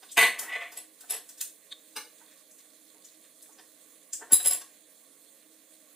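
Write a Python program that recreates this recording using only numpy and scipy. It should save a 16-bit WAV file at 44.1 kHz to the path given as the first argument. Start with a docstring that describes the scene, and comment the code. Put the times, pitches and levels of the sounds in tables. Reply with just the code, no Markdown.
"""Frying nuts in ghee

Nuts fry quietly in a small steel pan on a gas stove in a tiled kitchen, tiny steam bubbles popping.
A bowl clanks down on the stove and rocks to rest. A steel spoon is picked up, clinks and scrapes
round the pan, then drops on the stove top, where it bounces and rings."""
import sys
import numpy as np
from scipy import signal
from scipy.fft import rfft, irfft, next_fast_len
from scipy.io import wavfile
from scipy.ndimage import uniform_filter1d

SR = 44100
rng = np.random.default_rng(int(sys.argv[2]) if len(sys.argv) > 2 else 0)


def wav_out(sig):
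    """Save sig, one row per channel (or a flat mono array), as 16-bit PCM at SR to the path in sys.argv[1]."""
    wavfile.write(sys.argv[1], SR, np.round(np.clip(np.atleast_2d(sig).T, -1, 1) * 32767).astype(np.int16))


N = 262395
TIME = np.arange(N) / SR
CUTOFF_HZ = 15550
HARD_CRACK = 1.5   # steel on steel: the clean crack against the slips around it
BOWL_BOUNCE_S, SPOON_BOUNCE_S = 0.011, 0.013


def from_db(db):
    """Decibels to gain."""
    return 10 ** (np.asarray(db) / 20)


def unit_energy(x):
    """Scale to an energy of one per channel."""
    return x / np.sqrt(np.mean(np.sum(x ** 2, axis=-1)) + 1e-20)


def unit_rms(x):
    """Scale to an rms of one."""
    return unit_energy(x) * np.sqrt(x.shape[-1])


def colour(x, spectrum):
    """EQ a sound with a smooth curve of (frequency [Hz], gain [dB])."""
    hz, db = np.transpose(spectrum)
    size = next_fast_len(x.shape[-1])
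    bins = np.maximum(np.fft.rfftfreq(size, 1 / SR), 1)
    gain = from_db(np.interp(np.log(bins), np.log(hz), db))
    return irfft(rfft(x, size) * gain, size)[..., :x.shape[-1]]


def through(x, response):
    """Convolve with an impulse response."""
    return signal.fftconvolve(np.atleast_2d(x), np.atleast_2d(response), axes=-1)[:, :N]


def ringing(modes):
    """Impulse response of damped modes: the wider the mode, the shorter its ring."""
    t = TIME[:SR // 2]
    response = 0
    for k, (hz, width, db) in enumerate(modes):
        envelope = from_db(db) * width * np.exp(-np.pi * width * t)
        response += (-1) ** k * envelope * np.sin(2 * np.pi * hz * t)
    return unit_energy(response)


def dense_modes(force, spectrum):
    """Pass a force through crowded, quickly damped modes: a broad EQ of unit energy."""
    impulse = signal.unit_impulse(SR // 10, "mid")
    return colour(force, spectrum) / np.linalg.norm(colour(impulse, spectrum))


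def swell(t, rise_s, fall_s):
    """An envelope that builds toward time zero, then dies away."""
    return np.exp(-np.logaddexp(-t / rise_s, t / fall_s))


def grains(per_s):
    """Random clicks of either sign, at an rms of one."""
    return unit_rms((rng.random(N) < per_s / SR) * rng.choice([-1, 1], N))


def add(track, s, sound):
    """Mix a sound in, centred on a time."""
    at = round(s * SR) - len(sound) // 2 + np.arange(len(sound))
    inside = (at >= 0) & (at < N)
    track[at[inside]] += sound[inside]


def contact(fall_s, rise_s, crack=0):
    """One touch: tiny slips thicken and die away; a hard touch has a clean crack in the middle."""
    t = np.arange(-(SR // 10), SR // 10) / SR
    slips = unit_energy(rng.standard_normal(len(t)) * swell(t, rise_s, fall_s))
    return unit_energy(slips + crack * signal.unit_impulse(len(t), "mid"))


def blows(times, levels_db, fall_s, rise_s, crack=0):
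    """The force of a series of touches."""
    force = np.zeros(N)
    for s, db in zip(times, levels_db):
        add(force, s, from_db(db) * contact(fall_s, rise_s, crack))
    return force


def chatter(times, levels_db, losses_db, gap_s, fall_s, rise_s, crack=0):
    """The force of landings that each break into six uneven, ever weaker bounces."""
    bounce = np.arange(6)[:, None]
    bounce_times = times + gap_s * bounce * rng.uniform(.95, 1.05, bounce.shape)
    bounce_db = levels_db - losses_db * bounce
    return blows(bounce_times.ravel(), bounce_db.ravel(), fall_s, rise_s, crack)


def stereo(mid, side, bass_side_db, wide_above_hz=5040):
    """Mid and side to left and right: narrow in the bass, wide in the treble."""
    side = colour(side, [(wide_above_hz * .9, bass_side_db), (wide_above_hz, -3)])
    return np.array([mid + side, mid - side])


def flicker(depth_db, per_s):
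    """A small random rise and fall in gain."""
    knots = rng.standard_normal(1000)
    return from_db(depth_db * np.interp(TIME * per_s, np.arange(len(knots)), knots))


# Tone of the frying ghee: (frequency [Hz], gain [dB])
SIZZLE_EQ = [(530, -47), (900, -31.5), (1100, -1), (1260, -12), (1600, -7.5), (1950, -4.5), (3000, -9.5),
             (3430, -2), (3800, -5), (4200, -2), (4900, -10.5), (5600, -11.5), (6900, -1.5), (7600, -4),
             (8900, 2), (9300, -5.5), (9900, -2.5), (10700, -0.5), (12700, -9), (13800, -7), (15500, -4)]

def sizzle(level_db=-59.5, pops_per_s=500, size_spread_db=2.5, pops_db=-7, bands=10):
    """Tiny steam bubbles burst in the ghee; the level flickers, each frequency band separately."""
    strengths = from_db(size_spread_db * np.minimum(rng.exponential(1, (2, N)), 4))
    pops = unit_rms(strengths * [grains(pops_per_s), grains(pops_per_s)])
    hiss = unit_rms(stereo(*rng.standard_normal((2, N)), bass_side_db=-20))
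    spectrum = rfft(colour(hiss + from_db(pops_db) * pops, SIZZLE_EQ))
    band = np.arange(spectrum.shape[-1]) * SR / N // (CUTOFF_HZ / bands)
    frying = sum(irfft(spectrum * (band == k), N) * flicker(depth_db=2, per_s=32) for k in range(bands))
    return from_db(level_db) * flicker(depth_db=0.8, per_s=15) * unit_rms(frying)


# Tone of the gas flame: (frequency [Hz], gain [dB])
FLAME_EQ = [(29, -89), (50, -62), (119, -18), (145, -13), (199, -7), (313, 1), (353, -29.5), (414, -2),
            (548, 1), (578, -28), (617, 0.5), (764, -12), (1200, -21), (1560, -59.5), (2640, -120)]

def flame(level_db=-70):
    """The soft, low rush of the burner."""
    noise = stereo(*rng.standard_normal((2, N)), bass_side_db=-18)
    return from_db(level_db) * unit_rms(colour(noise, FLAME_EQ))


# Room tone of the kitchen: (frequency [Hz], level [dB])
HUM_TONES = [(283, -80), (316, -73.5), (543, -84.5), (615, -80)]

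def hum(width_hz=6):
    """A faint, wavering hum: noise rings narrow resonances."""
    return sum(from_db(db) * unit_rms(through(rng.standard_normal(N), ringing([(hz, width_hz, 0)])))
               for hz, db in HUM_TONES)


# Bright ticks of spoon, bangles and bowls:
# (time [s], level [dB], decay [s], pitch [Hz], peak sharpness [factor])
LIGHT_TICKS = [(0.091, -6.5, 0.025, 3760, 1.8), (0.117, -2, 0.012, 8100, 1.5),
               (0.394, 3, 0.0041, 9200, 0.47), (0.435, -9.5, 0.0046, 8500, 0.38),
               (0.721, -15, 0.014, 8500, 0.13), (1.01, -12.5, 0.0057, 9100, 0.61),
               (1.293, -10, 0.0053, 8050, 0.64), (1.379, -11, 0.016, 8200, 0.8),
               (1.414, 7.5, 0.0021, 8800, 0.87), (2.514, -15.5, 0.0042, 8000, 1.4),
               (2.589, -19, 0.0067, 6900, 1.05), (3.05, -13.5, 0.0049, 6930, 0.99),
               (3.426, -10, 0.0049, 8950, 1.4), (3.53, -18.5, 0.004, 6870, 2.4),
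               (4.135, 7, 0.0035, 7330, 1.4)]
# A tick's peak at a sharpness of one: (frequency [multiple of pitch], gain [dB])
TICK_EQ = [(0.02, -45), (0.08, -40), (0.25, -17.5), (0.52, -14), (0.998, 0.5), (1.502, -10), (2.2, -14.5)]
# Duller knocks of pan and dishes: (time [s], level [dB], decay [s], upper edge [Hz])
DISH_KNOCKS = [(0.036, -15.5, 0.0023, 4470), (0.409, -2.5, 0.082, 2030), (1.041, -20, 0.0047, 1880),
               (1.126, -6.5, 0.023, 4130), (2.214, -21.5, 0.0038, 1477), (2.951, -17.5, 0.0085, 700),
               (3.01, -44, 0.0091, 906), (3.496, -23.5, 0.0034, 1120), (3.594, -17.5, 0.0044, 5030),
               (4.226, -4.5, 0.0057, 1710), (4.318, -6, 0.0031, 2210), (4.408, -7.5, 0.0038, 4100),
               (4.621, -14, 0.0027, 7340)]
# Ring of the stove top: (frequency [Hz], width [Hz], level [dB])
STOVE_RING = [(484, 24, -3), (692, 30, -3), (1105, 110, -8), (1490, 55, -9), (1950, 200, -6)]

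def clatter(gain_db=-1, stove_db=-14):
    """Ticks peak at their pitch, knocks are flat up to their edge; the stove rings faintly with both."""
    force = np.zeros(N)
    for s, db, fall_s, pitch_hz, sharpness in LIGHT_TICKS:
        eq = [(multiple * pitch_hz, sharpness * eq_db) for multiple, eq_db in TICK_EQ]
        add(force, s, from_db(db) * colour(contact(fall_s, rise_s=0.0028), eq))
    for s, db, fall_s, edge_hz in DISH_KNOCKS:
        eq = [(60, -45), (150, -19), (450, 0), (edge_hz, 0), (4 * edge_hz, -34)]
        add(force, s, from_db(db) * colour(contact(fall_s, rise_s=0.0072), eq))
    stove = from_db(stove_db) * through(force, ringing(STOVE_RING))
    return from_db(gain_db) * (force + stove)


# The bowl rattles down on its foot: (time [s], body level [dB], edge level [dB], loss per bounce [dB])
BOWL_HITS = [(0.173, -12, -22, 9), (0.179, -4.5, -16, 11), (0.19, -9, -17, 8), (0.213, -8.5, -19.5, 8),
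             (0.229, -8, -20, 7), (0.256, -19, -30, 10), (0.266, -18, -29, 9)]
# Ring of its wall and of its edge: (frequency [Hz], width [Hz], level [dB])
WALL_RING = [(1741, 34, -4), (1869, 36, -4), (1935, 36, -4), (1971, 38, 0), (2010, 45, -3), (2110, 40, -6),
             (2221, 34, 0), (2341, 34, -5), (2457, 30, -1), (2483, 30, -3), (2538, 34, -5), (2618, 32, -2),
             (2777, 36, -9), (2889, 32, -3), (3070, 40, -11), (3318, 36, -10), (3645, 28, -2),
             (3668, 30, -1), (3900, 60, -10), (4080, 34, -11), (4307, 55, -9), (4430, 60, -10)]
EDGE_RING = [(4940, 150, -11), (6410, 45, 0), (6650, 120, -7), (7740, 50, -8), (8190, 70, 1), (8480, 45, 2),
             (8764, 35, -1), (10400, 90, 0), (10750, 150, -4), (11200, 35, 1), (11970, 70, 1),
             (15200, 70, -9)]
# Dense modes of its body and of its edge: (frequency [Hz], gain [dB])
BODY_EQ = [(100, -48), (250, -27.5), (400, -9.5), (520, -7.5), (900, -2.5), (1500, -0.5), (2100, 17.5),
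           (3000, 6.5), (4400, -10.5), (5200, -10.5), (8000, -15.5), (16000, -45)]
EDGE_EQ = [(3000, -30.5), (4900, -9), (5700, -22), (6500, 4), (7400, -4.5), (8500, 15), (9500, -14.5),
           (10400, 5), (12000, -2.5), (13200, 0), (15500, -17.5)]

def bowl_clank(wall_db=14, stove_db=9, body_db=15.5, edge_db=15):
    """The bowl clanks down: its wall and the stove ring low, its edge rings high."""
    s, body, edge, loss = np.transpose(BOWL_HITS)
    touch = dict(gap_s=BOWL_BOUNCE_S, fall_s=0.0014, rise_s=0.0027, crack=HARD_CRACK)
    # the wall's ring and the body's clank each get their own noise, at the same hits
    ring_force, body_force = (chatter(s, body, loss, **touch) for _ in range(2))
    edge_force = chatter(s, edge + edge_db, loss, **touch)
    response = from_db(wall_db) * ringing(WALL_RING) + from_db(stove_db) * ringing(STOVE_RING)
    clank = through(ring_force, response) + from_db(body_db) * dense_modes(body_force, BODY_EQ)
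    shimmer = through(edge_force, ringing(EDGE_RING)) + from_db(1) * dense_modes(edge_force, EDGE_EQ)
    return clank + shimmer


# Rolls of the bowl on its foot: (time [s], level [dB], decay [s])
BOWL_ROLLS = [(0.3, -39, 0.1), (0.492, -33.5, 0.024), (0.523, -27.5, 0.016), (0.555, -28.5, 0.011),
              (0.609, -31.5, 0.03)]
# Ring of the bowl against the stove: (frequency [Hz], width [Hz], level [dB])
ROLL_RING = [(479, 32, -10), (694, 32, -7), (1110, 60, -11), (1500, 35, -14), (1790, 90, -10),
             (2000, 60, -4), (2220, 35, -7), (2450, 60, -6), (2620, 30, -8), (2900, 45, -9),
             (3410, 170, -16), (4130, 200, -22)]

def bowl_rocking(ring_db=-5, body_db=-8, edge_db=-24, slips_per_s=800):
    """The bowl judders to rest, each roll a burst of slips that ring and rasp."""
    roll = sum(from_db(db) * swell(TIME - s, 0.0034, fall_s) for s, db, fall_s in BOWL_ROLLS)
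    ring = from_db(ring_db) * through(roll * grains(slips_per_s), ringing(ROLL_RING))
    rasp = roll * grains(slips_per_s)
    body = from_db(body_db) * dense_modes(rasp, BODY_EQ)
    edge = from_db(edge_db) * dense_modes(rasp, EDGE_EQ)
    return ring + body + edge


def lone_rings(notes, rise_s, waver_hz):
    """Touches that each set one resonance singing, its pitch not quite steady."""
    track = np.zeros(N)
    t = np.arange(-(SR // 5), SR // 5) / SR
    for s, hz, db, fall_s in notes:
        waver = unit_rms(uniform_filter1d(rng.standard_normal(len(t)), size=400))
        tone = np.sin(2 * np.pi * np.cumsum(hz + waver_hz * waver) / SR)
        add(track, s, from_db(db) * swell(t, rise_s, fall_s) * tone)
    return track


# Squeaks of the rocking bowl: (time [s], pitch [Hz], level [dB], decay [s])
SQUEAKS = [(0.484, 1940, -33, 0.013), (0.523, 1957, -27.5, 0.016), (0.554, 2000, -24.5, 0.011),
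           (0.59, 2027, -35, 0.042), (0.66, 1980, -36.5, 0.0093)]

def bowl_squeaks():
    """The foot sticks and slips, and the wall sings near one pitch."""
    return lone_rings(SQUEAKS, rise_s=0.0037, waver_hz=17)


# Fingers nudge and lift the spoon: (time [s], ring level [dB], knock level [dB], loss per bounce [dB])
LIFT_HITS = [(0.773, -30.5, -36, 5), (1.098, -28, -47, 20), (1.107, -21.5, -29, 3), (1.144, -32, -32.5, 12)]
# Choked ring of the held spoon: (frequency [Hz], width [Hz], level [dB])
HELD_RING = [(3620, 130, -14), (5440, 120, -11), (6770, 50, -12), (7820, 55, 2), (8860, 60, -2),
             (10300, 70, -10), (10800, 70, -1), (11220, 130, 2), (11900, 200, -11), (14600, 220, -10)]

def spoon_lift(ring_db=18):
    """Pinched in the fingers, the spoon rings briefly as it drags off the stove."""
    s, ring, _, loss = np.transpose(LIFT_HITS)
    force = chatter(s, ring + ring_db, loss, SPOON_BOUNCE_S, fall_s=0.0056, rise_s=0.0012, crack=0.29)
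    return through(force, ringing(HELD_RING))


# Dense modes of the stove top: (frequency [Hz], gain [dB])
STOVE_EQ = [(80, -40), (200, -17), (550, 18.5), (900, -10), (1400, -32), (2200, 16.5), (4300, 15),
            (6000, 9.5), (9000, 18.5), (16000, -12.5)]

def stove_knocks(hits, knock_db=19, ring_db=-9):
    """The stove top answers each bounce of the spoon with a short knock."""
    s, _, knock, loss = np.transpose(hits)[:4]
    force = chatter(s, knock + knock_db, loss, SPOON_BOUNCE_S, fall_s=0.0035, rise_s=0.0068)
    return dense_modes(force, STOVE_EQ) + from_db(ring_db) * through(force, ringing(STOVE_RING))


# Spoon clinks on the pan, and strokes through the nuts: (time [s], level [dB])
CLINKS = [(1.412, -23), (1.725, -18.5), (2.591, -54), (3.243, -46)]
STROKES = [(1.92, -63.5), (2.17, -66.5), (2.28, -58.5), (2.32, -54.5), (2.36, -64), (2.5, -62),
           (2.699, -76.5), (2.96, -70), (3.07, -68), (3.251, -58), (3.45, -57)]
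# Ring of the pan: (frequency [Hz], width [Hz], level [dB])
PAN_RING = [(1125, 50, -20), (1560, 150, -18), (2020, 350, -17), (3260, 170, -4), (3590, 220, 1),
            (3920, 340, -4), (4350, 220, -9), (6600, 150, -19), (8420, 200, -16)]
# Tone of nuts scraping and of nuts tumbling: (frequency [Hz], gain [dB])
SCRAPE_EQ = [(200, -34), (700, -35), (1800, 10), (2800, 5.5), (4000, -11), (5500, -3), (8000, -2),
             (11000, -9), (16000, -2.5)]
TUMBLE_EQ = [(120, -15), (300, -4), (550, 12), (850, -9.5), (1400, -26), (4000, 17), (12000, -24)]

def stirring(clink_db=10, scrape_db=-1, scrape_ring_db=-5, tumble_db=-70):
    """The spoon clinks on the pan and drags nuts in small slips; they tumble softly against its wall."""
    strokes = sum(from_db(db) * swell(TIME - s, rise_s=0.0095, fall_s=0.0169) for s, db in STROKES)
    slips = strokes * grains(per_s=1500)
    s, db = np.transpose(CLINKS)
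    clinks = blows(s, db + clink_db, fall_s=0.0034, rise_s=0.0065, crack=0.94)
    while_stirring = (TIME > STROKES[0][0]) & (TIME < STROKES[-1][0])
    tumbles = grains(per_s=22) * rng.random(N) * while_stirring
    ring = through(clinks + from_db(scrape_ring_db) * slips, ringing(PAN_RING))
    scrape = from_db(scrape_db) * dense_modes(slips, SCRAPE_EQ)
    return ring + scrape + from_db(tumble_db) * dense_modes(tumbles, TUMBLE_EQ)


# The pan hits its support: (time [s], level [dB])
SHOVES = [(1.966, -7.5), (1.972, -7), (1.98, -14.5), (2.053, -30.5)]
# Ring of the pan on its support: (frequency [Hz], width [Hz], level [dB])
SUPPORT_RING = [(474, 40, 1), (834, 55, -7), (1750, 70, -6), (2140, 90, -2), (2930, 85, 1), (3700, 150, -5),
                (4090, 60, -1), (4740, 75, -2), (6220, 120, -5), (8100, 70, -4), (8380, 65, 0),
                (9310, 80, -3), (10700, 70, -7)]
# Dense modes of the clack: (frequency [Hz], gain [dB])
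SUPPORT_EQ = [(150, -37), (450, 3), (2500, 3.5), (4500, 2), (7000, -4.5), (9000, -1), (12000, -2.5),
              (16000, -7)]

def pan_clack(gain_db=-3):
    """Shoved by the spoon, the pan clacks on its iron support."""
    s, db = np.transpose(SHOVES)
    force = blows(s, db, fall_s=0.0033, rise_s=0.0035, crack=0.4)
    return from_db(gain_db) * (through(force, ringing(SUPPORT_RING)) + dense_modes(force, SUPPORT_EQ))


# Landings of the dropped spoon: (time [s], ring level [dB], knock level [dB], loss per bounce [dB],
# damping by the stove [Hz], tilt [dB/octave])
DROP_HITS = [(4.321, -11.5, -37, 12, 8, 4), (4.331, -6.5, -22.5, 14, 10, -3.5),
             (4.341, -9, -32, 7, 10, -1.5), (4.405, -27, -45, 8, 12, -2), (4.428, -28, -45, 8, 12, -1),
             (4.449, -21, -36, 8, 20, 2), (4.459, -13, -22.5, 10, 45, 0), (4.471, -13, -34, 12, 18, -2),
             (4.48, -16, -34, 8, 24, -1), (4.511, -17, -27.5, 4, 110, 2), (4.532, -20, -34, 5, 70, 1)]
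# Open ring of the free spoon: (frequency [Hz], width [Hz], level [dB])
SPOON_RING = [(3903, 7, -18), (4820, 90, -29), (5090, 18, -16), (6520, 40, -22), (6783, 20, -23),
              (7538, 16, -1.5), (7716, 18, -12), (7900, 50, -13), (8200, 200, -18), (8520, 60, -19),
              (8890, 40, -9), (10400, 100, -24), (10848, 40, -4), (10915, 30, -7), (11031, 24, 3),
              (11180, 55, -6), (11500, 200, -20), (11770, 35, -19), (13090, 35, -15), (14640, 120, -13),
              (15050, 200, -14)]

def spoon_drop(ring_db=19):
    """The dropped spoon rings high at every bounce, less freely as it settles."""
    touch = dict(gap_s=SPOON_BOUNCE_S, fall_s=0.0015, rise_s=0.0021, crack=HARD_CRACK)
    rings = 0
    for s, ring, _, loss, damping_hz, tilt_db in DROP_HITS:
        modes = [(hz, width + damping_hz, db + tilt_db * np.log2(hz)) for hz, width, db in SPOON_RING]
        rings += through(chatter(s, ring + ring_db, loss, **touch), ringing(modes))
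    return rings


# Low end of the drop: (frequency [Hz], width [Hz], level [dB])
THUD_RING = [(114, 67, -7), (180, 110, -9), (275, 116, -10.5)]

def spoon_thud(at_s=4.324, gain_db=-6.5):
    """The spoon's full weight lands with one thud."""
    return from_db(gain_db) * through(signal.unit_impulse(N, round(at_s * SR)), ringing(THUD_RING))


# Pings of the bouncing spoon: (time [s], pitch [Hz], level [dB], decay [s])
PINGS = [(4.403, 3903, -33, 0.015), (4.511, 5110, -33, 0.016)]

def spoon_pings():
    """A glancing touch rings one note of the spoon alone."""
    return lone_rings(PINGS, rise_s=0.0027, waver_hz=4.1)


def kitchen(x, direct_db, early_db, tail_db, early_t60_s=0.06, tail_t60_s=0.28, tail_onset_s=0.0032):
    """Direct sound with phase-widened treble, quick reflections off stove and tiles, and a room tail."""
    t = TIME[:SR // 2]
    x = np.ravel(x)
    direct = stereo(x, np.imag(signal.hilbert(x)), bass_side_db=-37.5)
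    early_decay = from_db(-60 * TIME[:SR // 20] / early_t60_s)
    early = through(x, stereo(reflections(early_decay), reflections(early_decay), bass_side_db=-34.5))
    tail_decay = unit_energy(from_db(-60 * t / tail_t60_s) * (1 - np.exp(-t / tail_onset_s)))
    tail = through(x, stereo(*rng.standard_normal((2, len(t))), bass_side_db=-36) * tail_decay)
    return from_db(direct_db) * direct + from_db(early_db) * early + from_db(tail_db) * tail


def reflections(decay, passes=4):
    """Dense echoes under a decay, evened out so that they favour no pitch."""
    echoes = rng.standard_normal(len(decay)) * decay
    for _ in range(passes):
        flat = irfft(np.exp(1j * np.angle(rfft(echoes))), len(decay))
        envelope = np.sqrt(np.abs(uniform_filter1d(flat ** 2, size=200)) + 1e-24)
        echoes = flat * decay / envelope
    return unit_energy(echoes)


# Stereo placement of the background bed: (frequency [Hz], left minus right [dB])
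BED_BALANCE = [(60, -9), (240, -7), (950, -7.5), (3770, -5.5), (15000, -9.5)]

def to_the_right(x):
    """Lean a stereo sound to the right with opposite EQs on its channels."""
    hz, db = np.transpose(BED_BALANCE)
    return np.array([colour(channel, list(zip(hz, sign * db / 2))) for channel, sign in zip(x, (1, -1))])


def scene():
    """Metal in the room, the spoon drier than stove and dishes, over a bed of sizzle, flame and hum."""
    drop = spoon_drop()
    stove = bowl_clank() + bowl_rocking() + clatter() + pan_clack()
    stove += stove_knocks(LIFT_HITS) + stove_knocks(DROP_HITS)
    stove = kitchen(stove, direct_db=-4, early_db=-6, tail_db=-3)
    spoon = kitchen(drop + spoon_lift(), direct_db=-2, early_db=-11, tail_db=-10)
    pan = kitchen(stirring(), direct_db=-1, early_db=-11, tail_db=-14)
    dry_accents = bowl_squeaks() + spoon_thud() + spoon_pings()
    bed = to_the_right(sizzle() + flame() + hum())
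    return stove + spoon + pan + dry_accents + bed


def record(dry, low_cut_hz=139, ceiling=1.1):
    """Deep bass is cut, a soft limiter rounds the loudest peaks, and the very top is cut steeply."""
    thin = signal.sosfilt(signal.butter(4, low_cut_hz, "high", fs=SR, output="sos"), dry)
    rounded = ceiling * np.tanh(thin / ceiling)
    return signal.sosfilt(signal.ellip(12, .1, 80, CUTOFF_HZ, fs=SR, output="sos"), rounded)


dry = scene()
out = record(dry)
wav_out(out)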